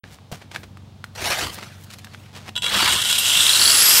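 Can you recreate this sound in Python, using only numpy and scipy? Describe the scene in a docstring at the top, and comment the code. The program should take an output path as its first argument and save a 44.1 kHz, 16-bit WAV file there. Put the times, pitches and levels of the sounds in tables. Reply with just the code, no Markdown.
"""Boots crunch on gritty shingles close by, at a roof demolition; wood chips tick and rubble is scraped twice.
During the second scrape a geared power tool winds up: slack gears knock and rattle its housing, loose
steel pings, the mesh tone climbs and chatters, cooling air swells and a thin whine rises above it.
Impacts excite damped modes, friction gives dense grains of noise, and the tool's tones follow its rotor.
A wall reflects the work, and a distant engine idles under the outdoor air."""
import sys
import numpy as np
from scipy import signal
from scipy.fft import rfft, irfft, next_fast_len
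from scipy.io import wavfile
from scipy.ndimage import uniform_filter1d, map_coordinates

SR = 44100
rng = np.random.default_rng(int(sys.argv[2]) if len(sys.argv) > 2 else 0)


def master_out(mix):
    """Clip the mix to full scale and print it as 16-bit PCM to the path in sys.argv[1]."""
    frames = np.transpose(np.atleast_2d(mix))
    ceiling = np.clip(frames, -1, 1)
    pcm = np.round(ceiling * 32767).astype(np.int16)
    wavfile.write(sys.argv[1], SR, pcm)


N = 176400

# run-up of the rotor (time [s], speed [turns/s])
ROTOR_SPEED = [(2.55, 5), (2.8, 82), (3.2, 244), (3.4, 314), (3.6, 375.5), (3.8, 427.5), (4.0, 469.5)]
# gear impacts: first knocks, later hard clacks (time [s], level [dB])
GEAR_KNOCKS = [(2.5545, -31.5), (2.563, -22.5), (2.577, -23), (2.6215, -23.5), (2.633, -26.5), (2.643, -20),
               (2.663, -20.5), (2.682, -24.5), (2.743, -19)]
GEAR_CLACKS = [(3.407, -7.5), (3.467, -6), (3.494, -5.5), (3.534, -7.5), (3.555, -11), (3.561, -5.5),
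               (3.574, -14), (3.596, -7), (3.616, -5.5), (3.622, -8), (3.634, -7), (3.656, -6.5),
               (3.662, -7), (3.677, -4), (3.691, -10), (3.705, -6.5), (3.72, -6), (3.752, -7.5),
               (3.783, -9.5), (3.859, -13), (3.883, -10), (3.955, -9)]
# envelopes of the rattle, mesh tone and whine (time [s], level [dB])
RATTLE_LEVEL = [(2.62, -33), (2.76, -25.5), (2.9, -20.5), (3.05, -24), (3.11, -20.5), (3.15, -24),
                (3.4, -22), (3.6, -25.5), (4, -27)]
MESH_LEVEL = [(2.62, -50), (3.2, -32.5), (3.38, -17.5), (3.45, -28.5), (3.8, -23.5), (4, -21)]
WHINE_LEVEL = [(3.15, -49), (3.33, -31.5), (3.55, -29.5), (3.85, -17.5), (4, -22.5)]
# spectra of the housing and the cooling air (frequency [Hz], level [dB])
HOUSING_SPECTRUM = [(180, -45), (400, -19), (953, -11), (1280, -13), (1440, -5), (1590, -10), (2170, -13),
                    (2400, -20), (2690, 2), (3340, 4), (3920, 0.5), (4150, -5), (5400, -5.5), (6450, -8),
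                    (7600, -4), (9140, -5.5), (10300, -13.5), (11900, -10.5), (15500, -28)]
FAN_SPECTRUM = [(100, -11.5), (500, -11), (900, -6.5), (1400, 0.5), (2900, -2), (3800, -3.5), (5200, 4.5),
                (6500, -1), (7800, 5), (9100, -1), (9900, 1.5), (10900, -1.5), (12500, -7), (14500, -6),
                (15500, -20)]
# resonances of the housing (frequency [Hz], level [dB], T60 [s])
HOUSING_MODES = [(980.5, -15, 0.13), (1444, -8, 0.075), (2744, 1, 0.066), (3017, -5.5, 0.14),
                 (3330, 6.5, 0.059), (3896, 7, 0.046), (6130, -14, 0.057), (7650, -6.5, 0.066),
                 (9300, -12, 0.058)]
# strikes on loose steel (time [s], level [dB], brightest frequency [Hz])
STEEL_PINGS = [(2.889, -23, 8800), (2.93, -20.5, 8000), (3.109, -21.5, 7000), (3.184, -15.5, 9200),
               (3.191, -23, 12100), (3.262, -23, 6400)]
# resonances of the steel (frequency [Hz])
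STEEL_HZ = [6200, 6870, 7400, 8180, 8680, 10600, 11840, 12350]
# envelopes of the two scrapes (time [s], level [dB])
SCRAPE_1_LEVEL = [(1.15, -41.5), (1.18, -33.5), (1.235, -26.5), (1.265, -21.5), (1.345, -24),
                  (1.366, -25.5), (1.393, -22.5), (1.415, -27), (1.432, -24.5), (1.49, -37.5),
                  (1.65, -43.5), (1.8, -54.5), (2.3, -54)]
SCRAPE_2_LEVEL = [(2.64, -36), (2.71, -23), (2.78, -19.5), (2.86, -18.5), (2.935, -24), (2.98, -30.5),
                  (3.05, -52)]
# rubble spectrum in each scrape (frequency [Hz], level [dB])
SCRAPE_1_SPECTRUM = [(120, -45), (200, -16), (690, -1.5), (957, -5), (1230, -3), (3960, -5), (8350, -15.5),
                     (12500, -19.5), (15500, -28)]
SCRAPE_2_SPECTRUM = [(200, -8.5), (450, -13.5), (750, -7), (1100, 1), (1600, 0.5), (2300, -2.5),
                     (4500, -3.5), (6000, -15), (15000, -24.5)]
# boots on grit (time [s], rise [s], fall [s], level [dB], tilt [dB/octave])
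CRUNCHES = [(.04, .0046, 0.44, -48, -3.5), (.145, .079, 0.084, -45, 4), (0.3164, .001, 0.2, -37, 4.5),
            (0.329, 0.0086, 0.15, -35, -2.5), (0.415, 0.0049, 0.11, -40, -1.5),
            (0.517, 0.0082, .05, -37, 0), (0.55, 0.017, 0.11, -31, 0), (.634, .0032, 0.049, -33.5, -1),
            (1.544, 0.033, 0.05, -34, 9), (1.587, .012, 0.024, -32, -.5), (1.636, 0.028, 0.031, -33, -0.5),
            (1.845, 0.083, .03, -45, 10), (1.904, 0.0042, 0.11, -34.5, 2.5),
            (1.941, 0.013, 0.021, -34.5, 3.5), (1.988, 0.0042, 0.032, -35.5, 3.5),
            (2.142, 0.02, 0.066, -41, 0.5), (2.365, 0.054, 0.23, -38, 0.5), (2.493, 0.052, 0.028, -34, 0)]
# dull bumps of the roof deck (time [s], level [dB])
DECK_BUMPS = [(.6, -46), (1.22, -33), (1.3, -41), (1.44, -32.5), (2.2, -49), (2.74, -38.5), (2.85, -35.5),
              (2.95, -38), (3.36, -40), (3.66, -40)]
# spectra of the grit and the deck (frequency [Hz], level [dB])
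GRIT_SPECTRUM = [(120, 1), (300, -4), (700, -2), (2500, -4), (4500, -8), (8000, -16), (15500, -28.5)]
DECK_SPECTRUM = [(25, -43), (60, -3), (130, -9.5), (220, -13.5), (400, -16), (1000, -37)]
# a heel strikes, then the weight lands (time [s], level [dB], frequency [Hz], T60 [s])
HEEL_KNOCKS = [(.3155, -26, 610, 0.016), (.3232, -21, 135, 0.048), (.331, -29, 710, 0.046)]
# chips snapping and landing (time [s], level [dB], pitch [Hz], relative click level [dB])
WOOD_CHIPS = [(0.0402, -24.5, 1710, -29), (.187, -33.5, 1100, -22), (.561, -11, 1660, -16),
              (0.772, -30, 1230, -15), (1.0415, -15.5, 1470, -13), (2.0456, -27, 1800, -2),
              (2.071, -29.5, 1640, -20), (2.147, -23, 1520, -19)]
# resonances of a chip (frequency / pitch [ratio], level [dB], T60 [s])
WOOD_MODES = [(1, 2.5, 0.012), (1.29, 1.5, 0.0045), (1.62, -7, 0.0037), (2.1, -5, 0.006)]
# harmonics of the far engine (multiple of the cycle rate [ratio], level [dB])
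ENGINE_HARMONICS = [(4, -44.5), (5, -52.5), (6, -53), (7, -66), (8, -55.5), (9, -56)]
# envelope of the far engine (time [s], gain [dB])
ENGINE_GAIN = [(0, -5.5), (.45, -8.5), (.75, -1), (4, -4)]
# spectrum of the outdoor air (frequency [Hz], level [dB])
AIR_SPECTRUM = [(40, -31), (66, -6.5), (218, -10.5), (359, -20), (758, -21.5), (1820, -33), (3650, -30),
                (15500, -52)]

MESH_ORDER, WHINE_ORDER, CLACK_ORDER = 11, 26, 11.32  # cycles per rotor turn
FULL_SPEED_HZ, FAN_DB, FAN_DB_PER_DECADE, SHAFT_DB = 470, -14, 47, -49
CLACK_RISE_S, CLACK_SAG_HZ_PER_S, CLACK_RING_DB = 0.001012, 140000, -22.5
STEEL_T60_S, WALL_T60_S, WALL_DB = 0.079, 0.27, -11.5
IDLE_HZ, AIR_DB = 23.85, -49.5
ONSET_S, TOP_HZ = 0.035, 15750


def power_tool():
    """Rotating machinery: tones are multiples of the shaft rate; air noise is a power law of speed."""
    speed = curve(ROTOR_SPEED, before=0)
    phase = 2 * np.pi * np.cumsum(speed) / SR
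    speed_ratio = speed / FULL_SPEED_HZ
    air_db = FAN_DB + FAN_DB_PER_DECADE * np.log10(speed_ratio + 1e-6) + 0.9 * wobble(150)
    air = amp(air_db) * colour(rng.standard_normal(N), FAN_SPECTRUM)
    flutter = 1 + 0.28 * np.cos(phase)  # once a turn
    whine_gain = amp(curve(WHINE_LEVEL, -120) + 2.2 * wobble(90)) * flutter
    whine = whine_gain * np.sin(WHINE_ORDER * phase + 0.38 * wobble(160))
    shaft = amp(SHAFT_DB + 2.2 * wobble(24)) * np.sqrt(speed_ratio) * np.sin(phase)
    gears = gear_knocks() + gear_rattle(speed) + gear_mesh(phase) + gear_clacks(speed)
    return gears + steel_pings() + air + np.sqrt(2) * (whine + shaft)


def gear_knocks():
    """Backlash: the motor's first jolts take up the slack, and each impact rings the housing."""
    out, t = np.zeros(N), np.arange(SR // 5) / SR
    for s, db in GEAR_KNOCKS:
        knock = colour(rng.standard_normal(len(t)), HOUSING_SPECTRUM, tilt_db=-3) * amp(-60 * t / 0.03)
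        add(out, s, amp(db) * (knock + amp(-4) * ring(HOUSING_MODES, t)))
    return out


def gear_rattle(speed):
    """Random impact excitation: slack teeth clatter in the housing, more densely with speed."""
    t = np.arange(SR // 8) / SR
    hits = grains(rate=250 + 1.5 * speed, spread_db=2.5, noise=0.35)
    contact_power = signal.fftconvolve(hits ** 2, amp(-120 * t / 0.029))[:N]
    clatter = colour(np.sqrt(np.abs(contact_power)) * rng.standard_normal(N), HOUSING_SPECTRUM)
    ringing = unit(signal.fftconvolve(hits, ring(HOUSING_MODES, t))[:N])
    return amp(curve(RATTLE_LEVEL, -120)) * (clatter + amp(-5) * ringing)


def gear_mesh(phase):
    """Modulation: uneven tooth contacts spread a band of noise around the mesh tone."""
    t = np.arange(SR // 50) / SR
    pulse = t * amp(-60 * t / 0.0029)
    contacts = [grains(rate=320, spread_db=6.5, noise=0.44) for _ in range(2)]
    in_phase, quadrature = [signal.fftconvolve(hits, pulse)[:N] for hits in contacts]
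    bursts = unit(in_phase * np.cos(MESH_ORDER * phase) + quadrature * np.sin(MESH_ORDER * phase))
    tone = amp(-7.5 + 4.6 * wobble(60)) * np.sin(MESH_ORDER * phase)
    return amp(curve(MESH_LEVEL, -120)) * (bursts + tone)


def gear_clacks(speed):
    """Impact transients: gears jump and slam back in short falling chirps that ring the housing."""
    out, t = np.zeros(N), np.arange(SR // 12) / SR
    envelope = t / CLACK_RISE_S * np.exp(1 - t / CLACK_RISE_S)
    for s, db in GEAR_CLACKS:
        hz = CLACK_ORDER * speed[round(s * SR)] * (1 + 0.026 * rng.normal())
        cycles = np.cumsum(hz - CLACK_SAG_HZ_PER_S * (t - 2 * CLACK_RISE_S)) / SR
        chirp = envelope * np.sin(2 * np.pi * cycles)
        add(out, s - CLACK_RISE_S, amp(db) * (chirp + amp(CLACK_RING_DB) * ring(HOUSING_MODES, t)))
    return out


def steel_pings():
    """Selective excitation: each strike on loose steel favours the modes near its own pitch."""
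    out, t = np.zeros(N), np.arange(SR // 6) / SR
    for s, db, centre_hz in STEEL_PINGS:
        modes = [(hz, -30 * abs(np.log2(hz / centre_hz)), STEEL_T60_S) for hz in STEEL_HZ]
        scuff = colour(rng.standard_normal(len(t)), [(centre_hz, 0), (2 * centre_hz, -30)])
        scuff *= amp(-7 - 60 * t / 0.044)
        add(out, s, amp(db) * (ring(modes, t) + scuff))
    return out


def scrapes():
    """Stick-slip friction: rubble dragged over shingles catches and slips in dense grains."""
    out = np.zeros(N)
    for level, spectrum in [(SCRAPE_1_LEVEL, SCRAPE_1_SPECTRUM), (SCRAPE_2_LEVEL, SCRAPE_2_SPECTRUM)]:
        envelope = amp(curve(level, -120, -120) + 1.82 * wobble(130))
        friction = patchy(grains(rate=5000, spread_db=4, noise=0.5))
        out += envelope * colour(friction, spectrum)
    return out


def boots():
    """Granular crushing: grit crunches underfoot in many tiny impacts, and the deck thuds."""
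    grit = grains(rate=2500, spread_db=7, noise=0.31)
    deck = colour(rng.standard_normal(N), DECK_SPECTRUM)
    crunch = sum(swell(s, rise, fall) * amp(db) * colour(grit, GRIT_SPECTRUM, tilt_db)
                 for s, rise, fall, db, tilt_db in CRUNCHES)
    return crunch + deck * sum(amp(db) * swell(s, rise=0.06, fall=0.33) for s, db in DECK_BUMPS)


def heel():
    """Free vibration: a hard footfall leaves the hollow deck ringing in decaying sinusoids."""
    out, t = np.zeros(N), np.arange(SR // 6) / SR
    for s, db, hz, t60 in HEEL_KNOCKS:
        add(out, s, amp(db - 60 * t / t60) * np.sin(2 * np.pi * hz * t))
    return out


def wood_chips():
    """Heavy damping: a dry splinter gives a dull click and rings for only milliseconds."""
    out, t = np.zeros(N), np.arange(SR // 16) / SR
    for s, db, hz, click_db in WOOD_CHIPS:
        wood = sum(amp(level - 60 * t / t60) * np.sin(2 * np.pi * hz * ratio * t)
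                   for ratio, level, t60 in WOOD_MODES) / 2
        click = amp(click_db - 60 * t / 0.03) * rng.standard_normal(len(t))
        band = signal.butter(1, [0.85 * hz, 6000], "band", fs=SR, output="sos")
        add(out, s, amp(db) * signal.sosfilt(band, wood + click))
    return out


def wall_reflection(x):
    """Diffuse reflection: the wall beside the roof returns a short tail, 5 ms late."""
    t = np.arange(SR // 3) / SR
    tail = colour(rng.standard_normal(len(t)), [(100, 0.5), (3000, -6), (15000, 0.5)])
    tail *= amp(-60 * t / WALL_T60_S) * (t > 0.005)
    return signal.fftconvolve(x, tail / np.linalg.norm(tail))[:N]


def far_engine():
    """Periodic excitation: an idling engine hums at harmonics of its wavering cycle rate."""
    phase = 2 * np.pi * np.cumsum(IDLE_HZ * (1 + 0.0029 * wobble(4.2))) / SR
    hum = sum(amp(db + 0.96 * wobble(7.9)) * np.cos(order * phase + 2 * np.pi * rng.random())
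              for order, db in ENGINE_HARMONICS)
    return np.sqrt(2) * hum * amp(curve(ENGINE_GAIN))


def outdoor_air():
    """Ambient noise: a steady broadband bed, strongest in the bass."""
    return amp(AIR_DB) * colour(rng.standard_normal(N), AIR_SPECTRUM)


def amp(db):
    """Decibels to amplitude ratio."""
    return 10 ** (np.asarray(db) / 20)


def unit(x):
    """Normalisation to rms 1."""
    return x / np.sqrt(np.mean(x ** 2) + 1e-20)


def clock():
    """Time of every sample in seconds."""
    return np.arange(N) / SR


def curve(rows, before=None, after=None):
    """Linear interpolation of (time [s], value) rows."""
    return np.interp(clock(), *np.transpose(rows), left=before, right=after)


def wobble(rate):
    """Smooth random modulation, rate knots a second."""
    return map_coordinates(rng.standard_normal(N // 8), [clock() * rate + 3], mode="wrap")


def colour(x, spectrum, tilt_db=0):
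    """Filtering by a (frequency [Hz], level [dB]) response and a tilt per octave, at rms 1."""
    size = next_fast_len(len(x) + 8192)
    octave = np.log2(np.fft.rfftfreq(size, 1 / SR) + 1)
    hz, db = np.transpose(spectrum)
    low_cut = 66 * np.minimum(octave - np.log2(hz[0]), 0)
    tilt = tilt_db * np.maximum(octave - np.log2(hz[1]), 0)
    gain = amp(np.interp(octave, np.log2(hz), db) + tilt + low_cut)
    return unit(irfft(rfft(x, size) * gain, size)[:len(x)])


def grains(rate, spread_db, noise):
    """Shot noise: uneven random impacts, rate a second, on a bed of white noise."""
    weight = np.minimum(rng.exponential(size=N), 2.5)
    size = amp(spread_db * weight) * rng.choice([-1, 1], N)
    impacts = unit(size * (rng.random(N) < rate / SR))
    return unit(impacts + noise * rng.standard_normal(N))


def patchy(x, depth_db=3.5):
    """Spectral fluctuation: narrow bands rise and sink as different pieces sound in turn."""
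    bands = signal.stft(x, nperseg=512)[2]
    field = uniform_filter1d(rng.standard_normal(bands.shape), size=4, axis=0)
    field = uniform_filter1d(field, size=5, axis=1)
    return unit(signal.istft(bands * amp(depth_db * unit(field)), nperseg=512)[1][:N])


def swell(s, rise, fall):
    """Exponential envelope peaking at s: up 20 dB over rise, down 60 dB over fall."""
    t = clock() - s
    return amp(np.maximum(np.minimum(20 * t / rise, -60 * t / fall), -150))


def ring(modes, t, scatter_db=2):
    """Modal decay: damped sinusoids, struck a little differently each time."""
    return sum(amp(db + scatter_db * rng.normal() - 60 * t / t60)
               * np.sin(2 * np.pi * hz * t) * rng.choice([-1, 1]) for hz, db, t60 in modes)


def add(track, s, x):
    """Mix x into track at time s."""
    part = track[round(s * SR):][:len(x)]
    part += x[:len(part)]


def scene():
    """Superposition of the work on the roof, its reflection and the background."""
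    work = boots() + heel() + wood_chips() + scrapes() + power_tool()
    return (work + amp(WALL_DB) * wall_reflection(work) + far_engine() + outdoor_air())[None]


def record(dry):
    """Gating and band limiting: the sound begins at ONSET_S and holds nothing above TOP_HZ."""
    size = next_fast_len(N + 8192)
    passband = np.fft.rfftfreq(size, 1 / SR) < TOP_HZ
    return irfft(rfft(dry * (clock() > ONSET_S), size) * passband, size)[..., :N]


dry = scene()
out = record(dry)
master_out(out)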